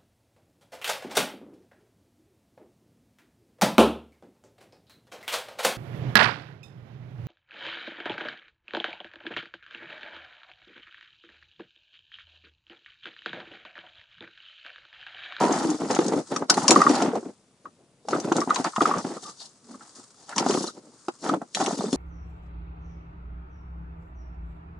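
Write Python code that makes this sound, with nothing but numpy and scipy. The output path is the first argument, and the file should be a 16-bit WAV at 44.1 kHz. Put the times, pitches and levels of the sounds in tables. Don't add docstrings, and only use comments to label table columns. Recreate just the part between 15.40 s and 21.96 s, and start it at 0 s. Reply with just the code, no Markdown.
import sys
import numpy as np
from scipy import signal
from scipy.fft import rfft, irfft
from scipy.io import wavfile
from scipy.ndimage import uniform_filter1d, minimum_filter1d

SR = 44100
rng = np.random.default_rng(int(sys.argv[2]) if len(sys.argv) > 2 else 0)


def put_to_file(sound):
    columns = np.atleast_2d(sound).T
    safe = np.clip(columns, -1, 1)
    whole_steps = np.round(safe * 32767)
    wavfile.write(sys.argv[1], SR, whole_steps.astype(np.int16))


N = 289296

# pitch_hz [Hz], relative_db [dB]
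AIR_COLOUR = [(12, -32.5), (20, -2), (27, -20), (85, -7.5), (134, -5.5), (153, -8), (487, -16), (1730, -31),
              (9360, -33), (11000, -36)]
AIR_DB = -60.5
# time_s [s], level_db [dB]
BRUSH_LEVEL = [(0, -53), (.85, -52.5), (1.0, -51.5), (1.07, -70), (1.15, -44), (1.851, -56), (1.949, -69.5),
               (2.63, -87), (2.72, -64.5), (3.05, -48), (3.33, -47.5), (3.9, -54), (4.2, -62), (4.6, -52.5),
               (4.75, -61), (5.3, -66), (5.43, -64), (5.619, -54.5), (5.75, -59.5), (6.101, -63),
               (6.56, -56.5)]
# pitch_hz [Hz], width_hz [Hz, one filter pass], relative_db [dB]
BRUSH_COLOUR = [(348.4, 510, -2.5), (1200, 750, 2), (4574, 3200, -5), (7000, 4500, 0), (9550, 1400, -7.5)]
SQUEAK_S, SQUEAK_DB, SQUEAK_HALF_S = 5.279, -29, 0.0035
SQUEAK_HZ, SQUEAK_DROP_HZ, SQUEAK_SETTLE_S = 3750, 900, 0.0039
# middle_s [s], level_db [dB], pitch_hz [Hz], width_hz [Hz, one filter pass], half_s [s to 1/e]
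RUBS = [(0.008, -22, 940, 81, 0.079), (0.126, -35, 877, 80, 0.076), (0.264, -24.5, 301, 48.7, 0.067),
        (3.879, -39.5, 1188, 99.3, 0.025), (4.015, -42.5, 4540, 1690, 0.021),
        (4.327, -47, 237, 60.5, 0.069), (6.464, -25.5, 219.4, 58.2, 0.024)]
# start_s [s], length_s [s], rattle_db [dB], chatter_db [dB], rustle_db [dB]
SHOVES = [(0, 0.12, -21, -26, -40), (0.135, 0.22, -27.5, -28, -38), (0.396, 0.087, -30.5, -39.5, -49.5),
          (0.506, 0.055, -26, -27.5, -40.5), (0.607, .19, -21.5, -34, -42.5),
          (0.918, 0.069, -30, -36.5, -48), (1.013, 0.01, -27, -64, -59), (1.104, 0.034, -32, -27, -57),
          (1.172, 0.098, -25.5, -29.5, -39.5), (1.301, 0.18, -18.5, -22.5, -34),
          (1.498, 0.15, -19.5, -22.5, -36.5), (1.63, 0.085, -24, -33, -61), (1.749, 0.026, -23, -48, -55),
          (1.849, 0.046, -36.5, -68.5, -61), (2.256, 0.015, -48.5, -60.5, -69.5),
          (2.392, 0.043, -61.5, -79.5, -87.5), (2.707, 0.21, -23.5, -38, -45),
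          (2.959, 0.06, -22.5, -37, -43.5), (3.096, 0.03, -28.5, -27.5, -61),
          (3.153, 0.06, -34.5, -33, -45), (3.25, 0.021, -30.5, -25, -45), (3.414, 0.19, -24, -28.5, -41.5),
          (3.648, 0.12, -31.5, -39.5, -47), (3.833, 0.063, -46.5, -47.5, -45.5),
          (4.004, 0.051, -60.5, -57, -47.5), (4.294, 0.063, -46.5, -54, -59.5),
          (4.404, 0.067, -56, -51.5, -62.5), (4.557, 0.045, -53, -59, -56), (4.783, 0.058, -59, -57, -58),
          (4.894, 0.036, -55, -38.5, -52), (4.97, 0.079, -29.5, -30.5, -45), (5.086, 0.19, -26.5, -36, -35),
          (5.352, 0.034, -42, -66, -59.5), (5.44, 0.12, -54, -70, -69), (5.842, 0.059, -29, -34, -42),
          (5.923, 0.021, -21, -56, -56), (6.013, 0.012, -39, -69, -78), (6.17, 0.027, -34, -37, -41.5),
          (6.203, 0.14, -27.5, -31.5, -37), (6.388, 0.099, -30.5, -39.5, -40), (6.542, .03, -27, -50, -39)]
# rise [dB/s], sag [dB/s], fall [dB/s]
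MOTION = [(900, 34, 558.5), (1506, 54, 543), (411.4, 37, 298.5)]
RATTLE, CHATTER, RUSTLE = 0, 1, 2
# pitch_hz [Hz], width_hz [Hz, one filter pass], relative_db [dB]
HOLLOW = [(210.5, 150, 3), (301, 130, 5.5), (445.3, 394, 0)]
CANS = [(774, 335, 7), (1340, 380, -3.5), (1804, 340, -5.5), (3172, 2700, -19.5)]
WALLS = [(2780, 550, -13), (4470, 2420, 0.5), (5654, 2600, 3), (6990, 3660, 0.5), (10140, 840, -7)]
# [dB, low part against level]
CRACKS = [(0.032, -30, 6000, -9), (0.124, -21, 6200, -6), (0.3014, -24.5, 6330, -11),
          (0.5094, -21, 5370, -7.5), (0.5487, -20, 6360, -4.5), (0.5886, -29, 3660, 8.5),
          (0.6633, -25.5, 6440, -41), (0.6816, -22.5, 6500, -20), (0.962, -21.5, 5540, 0.5),
          (1.0983, 0, 5080, -11), (1.1403, -17.5, 4200, -10), (1.28, -1, 5490, -8.5),
          (1.2934, -23.5, 6150, -37.5), (1.3068, 4, 6980, -7), (1.353, -21, 4450, -7),
          (1.4154, -19.5, 5250, -20.5), (1.4632, -30.5, 3950, -10.5), (1.493, -22, 5670, -4),
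          (1.5524, -18.5, 4850, -5), (1.622, -21.5, 4960, -1), (1.754, -34, 4500, -8),
          (2.6854, -28, 5380, -4), (2.708, -28, 5320, -7), (2.7997, -25, 6170, -14), (2.9219, -26, 6110, 5),
          (2.965, -18.5, 6770, -15), (3.0037, -25, 5470, -29), (3.101, -26.5, 3810, -1.5),
          (3.1443, -20.5, 6120, -15), (3.1588, -22.5, 3940, 6), (3.243, -20.5, 4660, -12),
          (3.3617, -30, 5000, 7), (3.404, -38, 4300, 6), (3.4185, -23.5, 5000, 2), (3.457, -28.5, 4960, 6),
          (3.582, -25.5, 6100, -25), (4.892, -30, 7100, -23), (4.961, -23, 6020, -28),
          (4.9806, -12, 5130, 0), (4.987, -30, 4100, -23), (4.996, -19.5, 5450, -23),
          (5.062, -27.5, 6150, 2), (5.1073, -26.5, 6500, 6), (5.141, -26, 4320, 2),
          (5.683, -32.5, 4840, 2.5), (5.8902, -26.5, 3800, 0), (5.938, -33.5, 4070, -2),
          (6.148, -14, 3930, -3), (6.2612, -24, 5770, 4.5), (6.528, -18, 4270, -8)]
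# start_s [s], level_db [dB], pitch_hz [Hz]
TOKS = [(0.9613, -15, 1186), (1.0225, -33, 1190), (1.1002, -13, 1466), (1.242, -16, 878),
        (1.2805, -13, 1096), (1.356, -21, 1212), (1.36, -1.5, 1170), (1.372, -29, 1288),
        (1.3918, -30, 1147), (1.4025, -9.5, 1157), (1.416, -2, 1206), (1.4338, -14, 1197),
        (1.465, -0.5, 1178), (2.2548, -33.5, 1188), (2.7303, -11.5, 1246), (2.9648, -25.5, 1340),
        (3.0144, -9, 1178), (3.1049, -6.5, 1230), (3.161, -17, 1028), (3.245, -17, 1245),
        (3.267, -32, 1255), (3.332, -33, 1150), (3.361, -10, 1140), (3.406, -7, 1207), (3.4541, -9.5, 1220),
        (3.511, -13, 1155), (3.5372, -16, 1160), (3.584, -26, 1170), (3.7694, -36, 1170),
        (4.342, -39.5, 1180), (4.407, -41, 1443), (4.924, -28, 1475), (4.961, -26, 970),
        (4.9819, -16, 1007), (5.104, -19.5, 1070), (5.1363, -22, 1280), (5.1716, -17.5, 1170),
        (5.285, -33, 1280), (5.893, -19, 1250),]
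CLEAN_TOK_DB = -17
# [dB, clunk against level]
KNOCKS = [(0.094, -17, 447, -8), (0.18, -20.5, 247.8, -17), (0.214, -17, 296.4, -20),
          (0.25, -9.5, 294, -42), (0.315, -19.5, 287, -14), (0.344, -19.5, 303, -20.5),
          (0.417, -20.5, 207.6, -10), (0.508, -20.5, 228.5, -21), (0.51, -15, 510, -24),
          (0.589, -4, 339, -16.5), (0.72, -17.5, 338, -8.5), (0.764, -11, 278.6, -23),
          (0.92, -23.5, 260, -31), (1.022, -18.5, 266.6, -4), (1.096, -17, 653, 0),
          (1.175, -16.5, 301, -0.5), (1.232, -20.5, 191.1, -12), (1.303, -12.5, 447.5, -21),
          (1.312, -1, 336.4, -9), (1.361, -9, 323.3, -23), (1.499, -16, 303, -19), (1.625, -16, 723, -34),
          (1.678, -21, 244.4, -17), (1.733, -15, 465.5, -19), (1.753, -18.5, 732, -13),
          (1.828, -28, 361, -16), (1.861, -24.5, 281.8, -32), (2.651, -36.5, 446, -22),
          (2.685, -15.5, 810, -14.5), (2.721, -30, 302, -28), (2.76, -22, 242, -1),
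          (2.917, -8, 333.5, -7.5), (2.982, -14.5, 350, -11), (3.074, -17.5, 267.4, -11.5),
          (3.198, -14.5, 266, -15), (3.245, -23, 716, -13), (3.38, -17.5, 221, -5.5),
          (3.4175, -12, 293, -6), (3.49, -18.5, 760, -8), (3.564, -21.5, 169.8, -9),
          (3.648, -17.5, 261, -15), (3.705, -24, 353, -18.5), (5.062, -14, 268, -6),
          (5.097, -9.5, 391, -16.5), (5.106, -29.5, 364, -16), (5.148, -15, 356, -16),
          (5.175, -14.5, 275.5, -30), (5.24, -20, 350, -12), (5.683, -17, 349, -9), (5.856, -26.5, 298, -6),
          (5.891, -16, 280, -11.5), (5.9369, -20.5, 343, 0.5), (5.97, -21.5, 294, -27),
          (6.0144, -34, 298, 6.5), (6.213, -18, 790, -5.5), (6.223, -16.5, 281, -6.5),
          (6.278, -16.5, 375, -8.5), (6.308, -22, 687, -11), (6.333, -27.5, 396, -15),
          (6.394, -20.5, 199, -31), (6.406, -26, 720, -2.5), (6.44, -15, 416, -23),
          (6.529, -9.5, 268, -23.5)]
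# [s, for a 300 Hz bottle]
BOTTLE_MODES = [(1, -2, 0.046), (1.4, -13, 0.057), (.7, -21, 0.1)]
# pitch_hz [Hz], width_hz [Hz, one filter pass], relative_db [dB]
BOTTLE_UPPER = [(743, 440, 10.5), (1273, 560, 1.5), (2022, 110, -11.5)]
# pitch_hz [Hz], correlation [0 to 1]
LIKENESS = [(30, 0.35), (150, 1), (1000, 0.88), (2500, 0.39), (9000, 0.54)]
# pitch_hz [Hz], share [ratio, negative leans right]
LEFT_LEAN = [(1000, 0.045), (2500, -0.12), (5000, 0.25)]
MIC_DB, LIMIT, TOP_HZ = -1.88, 0.98, 10700


def undb(db):
    return 10 ** (np.asarray(db) / 20)


def unit(x):
    return x / np.sqrt(np.mean(x ** 2))


def by_hz(table, hz):
    pitch_hz, value = np.transpose(table)
    return np.interp(np.log(hz + 1), np.log(pitch_hz), value)


def band(x, hz, width_hz):
    b, a = signal.iirpeak(min(hz, 0.45 * SR), hz / width_hz, fs=SR)
    once = signal.lfilter(b, a, x)
    return signal.lfilter(b, a, once)


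def body(x, peaks):
    total = 0
    for k, (hz, width_hz, db) in enumerate(peaks):
        total = total + (-1) ** k * undb(db) * band(x, hz, width_hz)
    return unit(total)


def ring(hz, t60_s, rise_s):
    t = np.arange(int(0.09 * SR)) / SR
    mode = np.sin(2 * np.pi * hz * t) * (1 - np.exp(-t / rise_s)) * undb(-60 * t / t60_s)
    return mode / np.abs(mode).max()


def add(track, start_s, sound):
    i = int(start_s * SR)
    track[i:i + len(sound)] += sound[:N - i]


def contacts(rate_hz, scatter_db, rub, soft_s):
    hits = (rng.random(N) < rate_hz / SR) * undb(scatter_db * rng.standard_normal(N))
    keep = np.exp(-1 / (soft_s * SR))
    scrapes = unit(signal.lfilter([1], [1, -keep], hits))
    return unit((scrapes + rub) * rng.standard_normal(N))


def air():
    hz = np.fft.rfftfreq(N, 1 / SR)
    spectrum = rfft(rng.standard_normal(N)) * undb(by_hz(AIR_COLOUR, hz))
    return undb(AIR_DB) * unit(irfft(spectrum, N))


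def brushing():
    level_db = np.interp(np.arange(N) / SR, *np.transpose(BRUSH_LEVEL))
    return undb(level_db) * body(contacts(60.0, 4.0, 1.5, 0.004), BRUSH_COLOUR)


def squeak():
    t = np.arange(N) / SR - SQUEAK_S
    since_onset = np.maximum(t + SQUEAK_HALF_S, 0)
    hz = SQUEAK_HZ + SQUEAK_DROP_HZ * np.exp(-since_onset / SQUEAK_SETTLE_S)
    swell = np.exp(-(t / SQUEAK_HALF_S) ** 2)
    return undb(SQUEAK_DB) * swell * np.sin(2 * np.pi * np.cumsum(hz) / SR)


def rubs():
    out, t = np.zeros(N), np.arange(N) / SR
    noise = rng.standard_normal(N)
    for middle_s, db, hz, width_hz, half_s in RUBS:
        swell = np.exp(-((t - middle_s) / half_s) ** 2)
        out += undb(db) * swell * unit(band(noise, hz, width_hz))
    return out


def shaking(layer):
    t = np.arange(0, N, 32) / SR
    rise, sag, fall = MOTION[layer]
    power = 0
    for start_s, length_s, *db in SHOVES:
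        before = rise * np.maximum(start_s - t, 0)
        during = sag * np.clip(t - start_s, 0, length_s)
        after = fall * np.maximum(t - start_s - length_s, 0)
        power = power + undb(db[layer] - (before + during + after)) ** 2
    return np.interp(np.arange(N) / SR, t, np.sqrt(power))


def crinkle():
    total = 0
    for hz in 3600.0 * 2.3 ** rng.random(12):
        total = total + unit(band(contacts(40.0, 3.0, 0.2, 0.0044), hz, hz / 12.0))
    return unit(total)


def sliding():
    bumps = contacts(200.0, 1.8, 0.27, 0.0061)
    can_bumps = 0.37 * bumps + contacts(320.0, 2.7, 0.081, 0.0033)
    wall_bumps = 0.35 * bumps + contacts(160.0, 1.1, 0.98, 0.0037)
    rattle = shaking(RATTLE) * body(bumps, HOLLOW)
    chatter = shaking(CHATTER) * body(can_bumps, CANS)
    rustle = shaking(RUSTLE) * (body(wall_bumps, WALLS) + undb(-4.5) * crinkle())
    return rattle + chatter + rustle


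def cracks():
    out, t = np.zeros(N), np.arange(int(0.09 * SR)) / SR
    burst, tail = undb(-60 * t / 0.035), undb(-21.5 - 60 * t / 0.081)
    shape = (1 - np.exp(-t / 0.0003)) * (burst + tail)
    for start_s, db, hz, low_db in CRACKS:
        noise = rng.standard_normal(len(t))
        bright = undb(-4.5) * unit(band(noise, hz, 900.0)) + body(noise, WALLS)
        low = undb(low_db) * unit(band(noise, 2600.0, 4200.0))
        pings = ring(hz, 0.056, 0.0004)
        for detune in 0.22 * np.tanh(rng.standard_normal(3)):
            pings = pings + ring(hz * np.exp(detune), 0.05, 0.00026)
        add(out, start_s, undb(db - 8) * (shape * (bright + low) + undb(-7.5) * pings))
    return out


def toks():
    out, t = np.zeros(N), np.arange(int(0.09 * SR)) / SR
    swell = np.exp(-((t - 0.003) / np.where(t < 0.003, 0.0018, 0.004)) ** 2)
    buzz_shape = undb(-1.5 - 60 * t / 0.066) * (1 - np.exp(-t / 0.0007))
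    for start_s, db, hz in TOKS:
        clear = 1 / (1 + undb(CLEAN_TOK_DB - db))
        buzz = buzz_shape * unit(band(rng.standard_normal(len(t)), hz, 260.0))
        overtone = undb(-21.0) * ring(1.6 * hz, 0.03, 0.0012)
        tone = swell * np.sin(2 * np.pi * hz * t) + overtone
        add(out, start_s, undb(db) * (clear * tone + (1.2 - clear) * buzz))
    return out


def knocks():
    out, t = np.zeros(N), np.arange(int(0.08 * SR)) / SR
    shape = (1 - np.exp(-t / 0.00069)) * undb(-60 * t / 0.06)
    blow = body(np.exp(-((t - 0.002) / 0.0001) ** 2), BOTTLE_UPPER)
    for start_s, db, hz, upper_db in KNOCKS:
        stretch = (300 / hz) ** 0.68
        for ratio, mode_db, t60_s in BOTTLE_MODES:
            vary_db = 0.15 * rng.standard_normal()
            add(out, start_s, undb(db + mode_db + vary_db) * ring(hz * ratio, t60_s * stretch, 0.0013))
        clunk = shape * body(rng.standard_normal(len(t)), BOTTLE_UPPER) + undb(-13.5) * blow
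        add(out, start_s, undb(db + upper_db) * clunk)
    return out


def pool(x):
    t = np.arange(int(0.1 * SR)) / SR
    echo = rng.standard_normal(len(t)) * undb(-60 * t / 0.08)
    hz = np.fft.rfftfreq(N, 1 / SR)
    spread = rfft(echo, N)
    spread = spread / np.sqrt(uniform_filter1d(np.abs(spread) ** 2, size=1500))
    like = np.clip(by_hz(LIKENESS, hz), 0, 0.999)
    width = np.sqrt((1 - like) / (1 + like))
    lean = np.tanh(by_hz(LEFT_LEAN, hz))
    side = irfft(rfft(x) * (spread * width + lean), N)
    return np.array([x + side, x - side])


def scene():
    sources = (air, brushing, squeak, rubs, sliding, cracks, toks, knocks)
    return sum(pool(source()) for source in sources)


def record(dry):
    high_pass = signal.butter(4, 105.0, "high", fs=SR, output="sos")
    thin = undb(MIC_DB) * (signal.sosfilt(high_pass, dry) + undb(-13.5) * dry)
    need = LIMIT / np.maximum(np.abs(thin).max(axis=0), LIMIT)
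    gain = uniform_filter1d(minimum_filter1d(need, size=161), size=161)
    top_cut = signal.ellip(8, 0.2, 60, TOP_HZ, fs=SR, output="sos")
    return signal.sosfilt(top_cut, gain * thin)


dry = scene()
out = record(dry)
put_to_file(out)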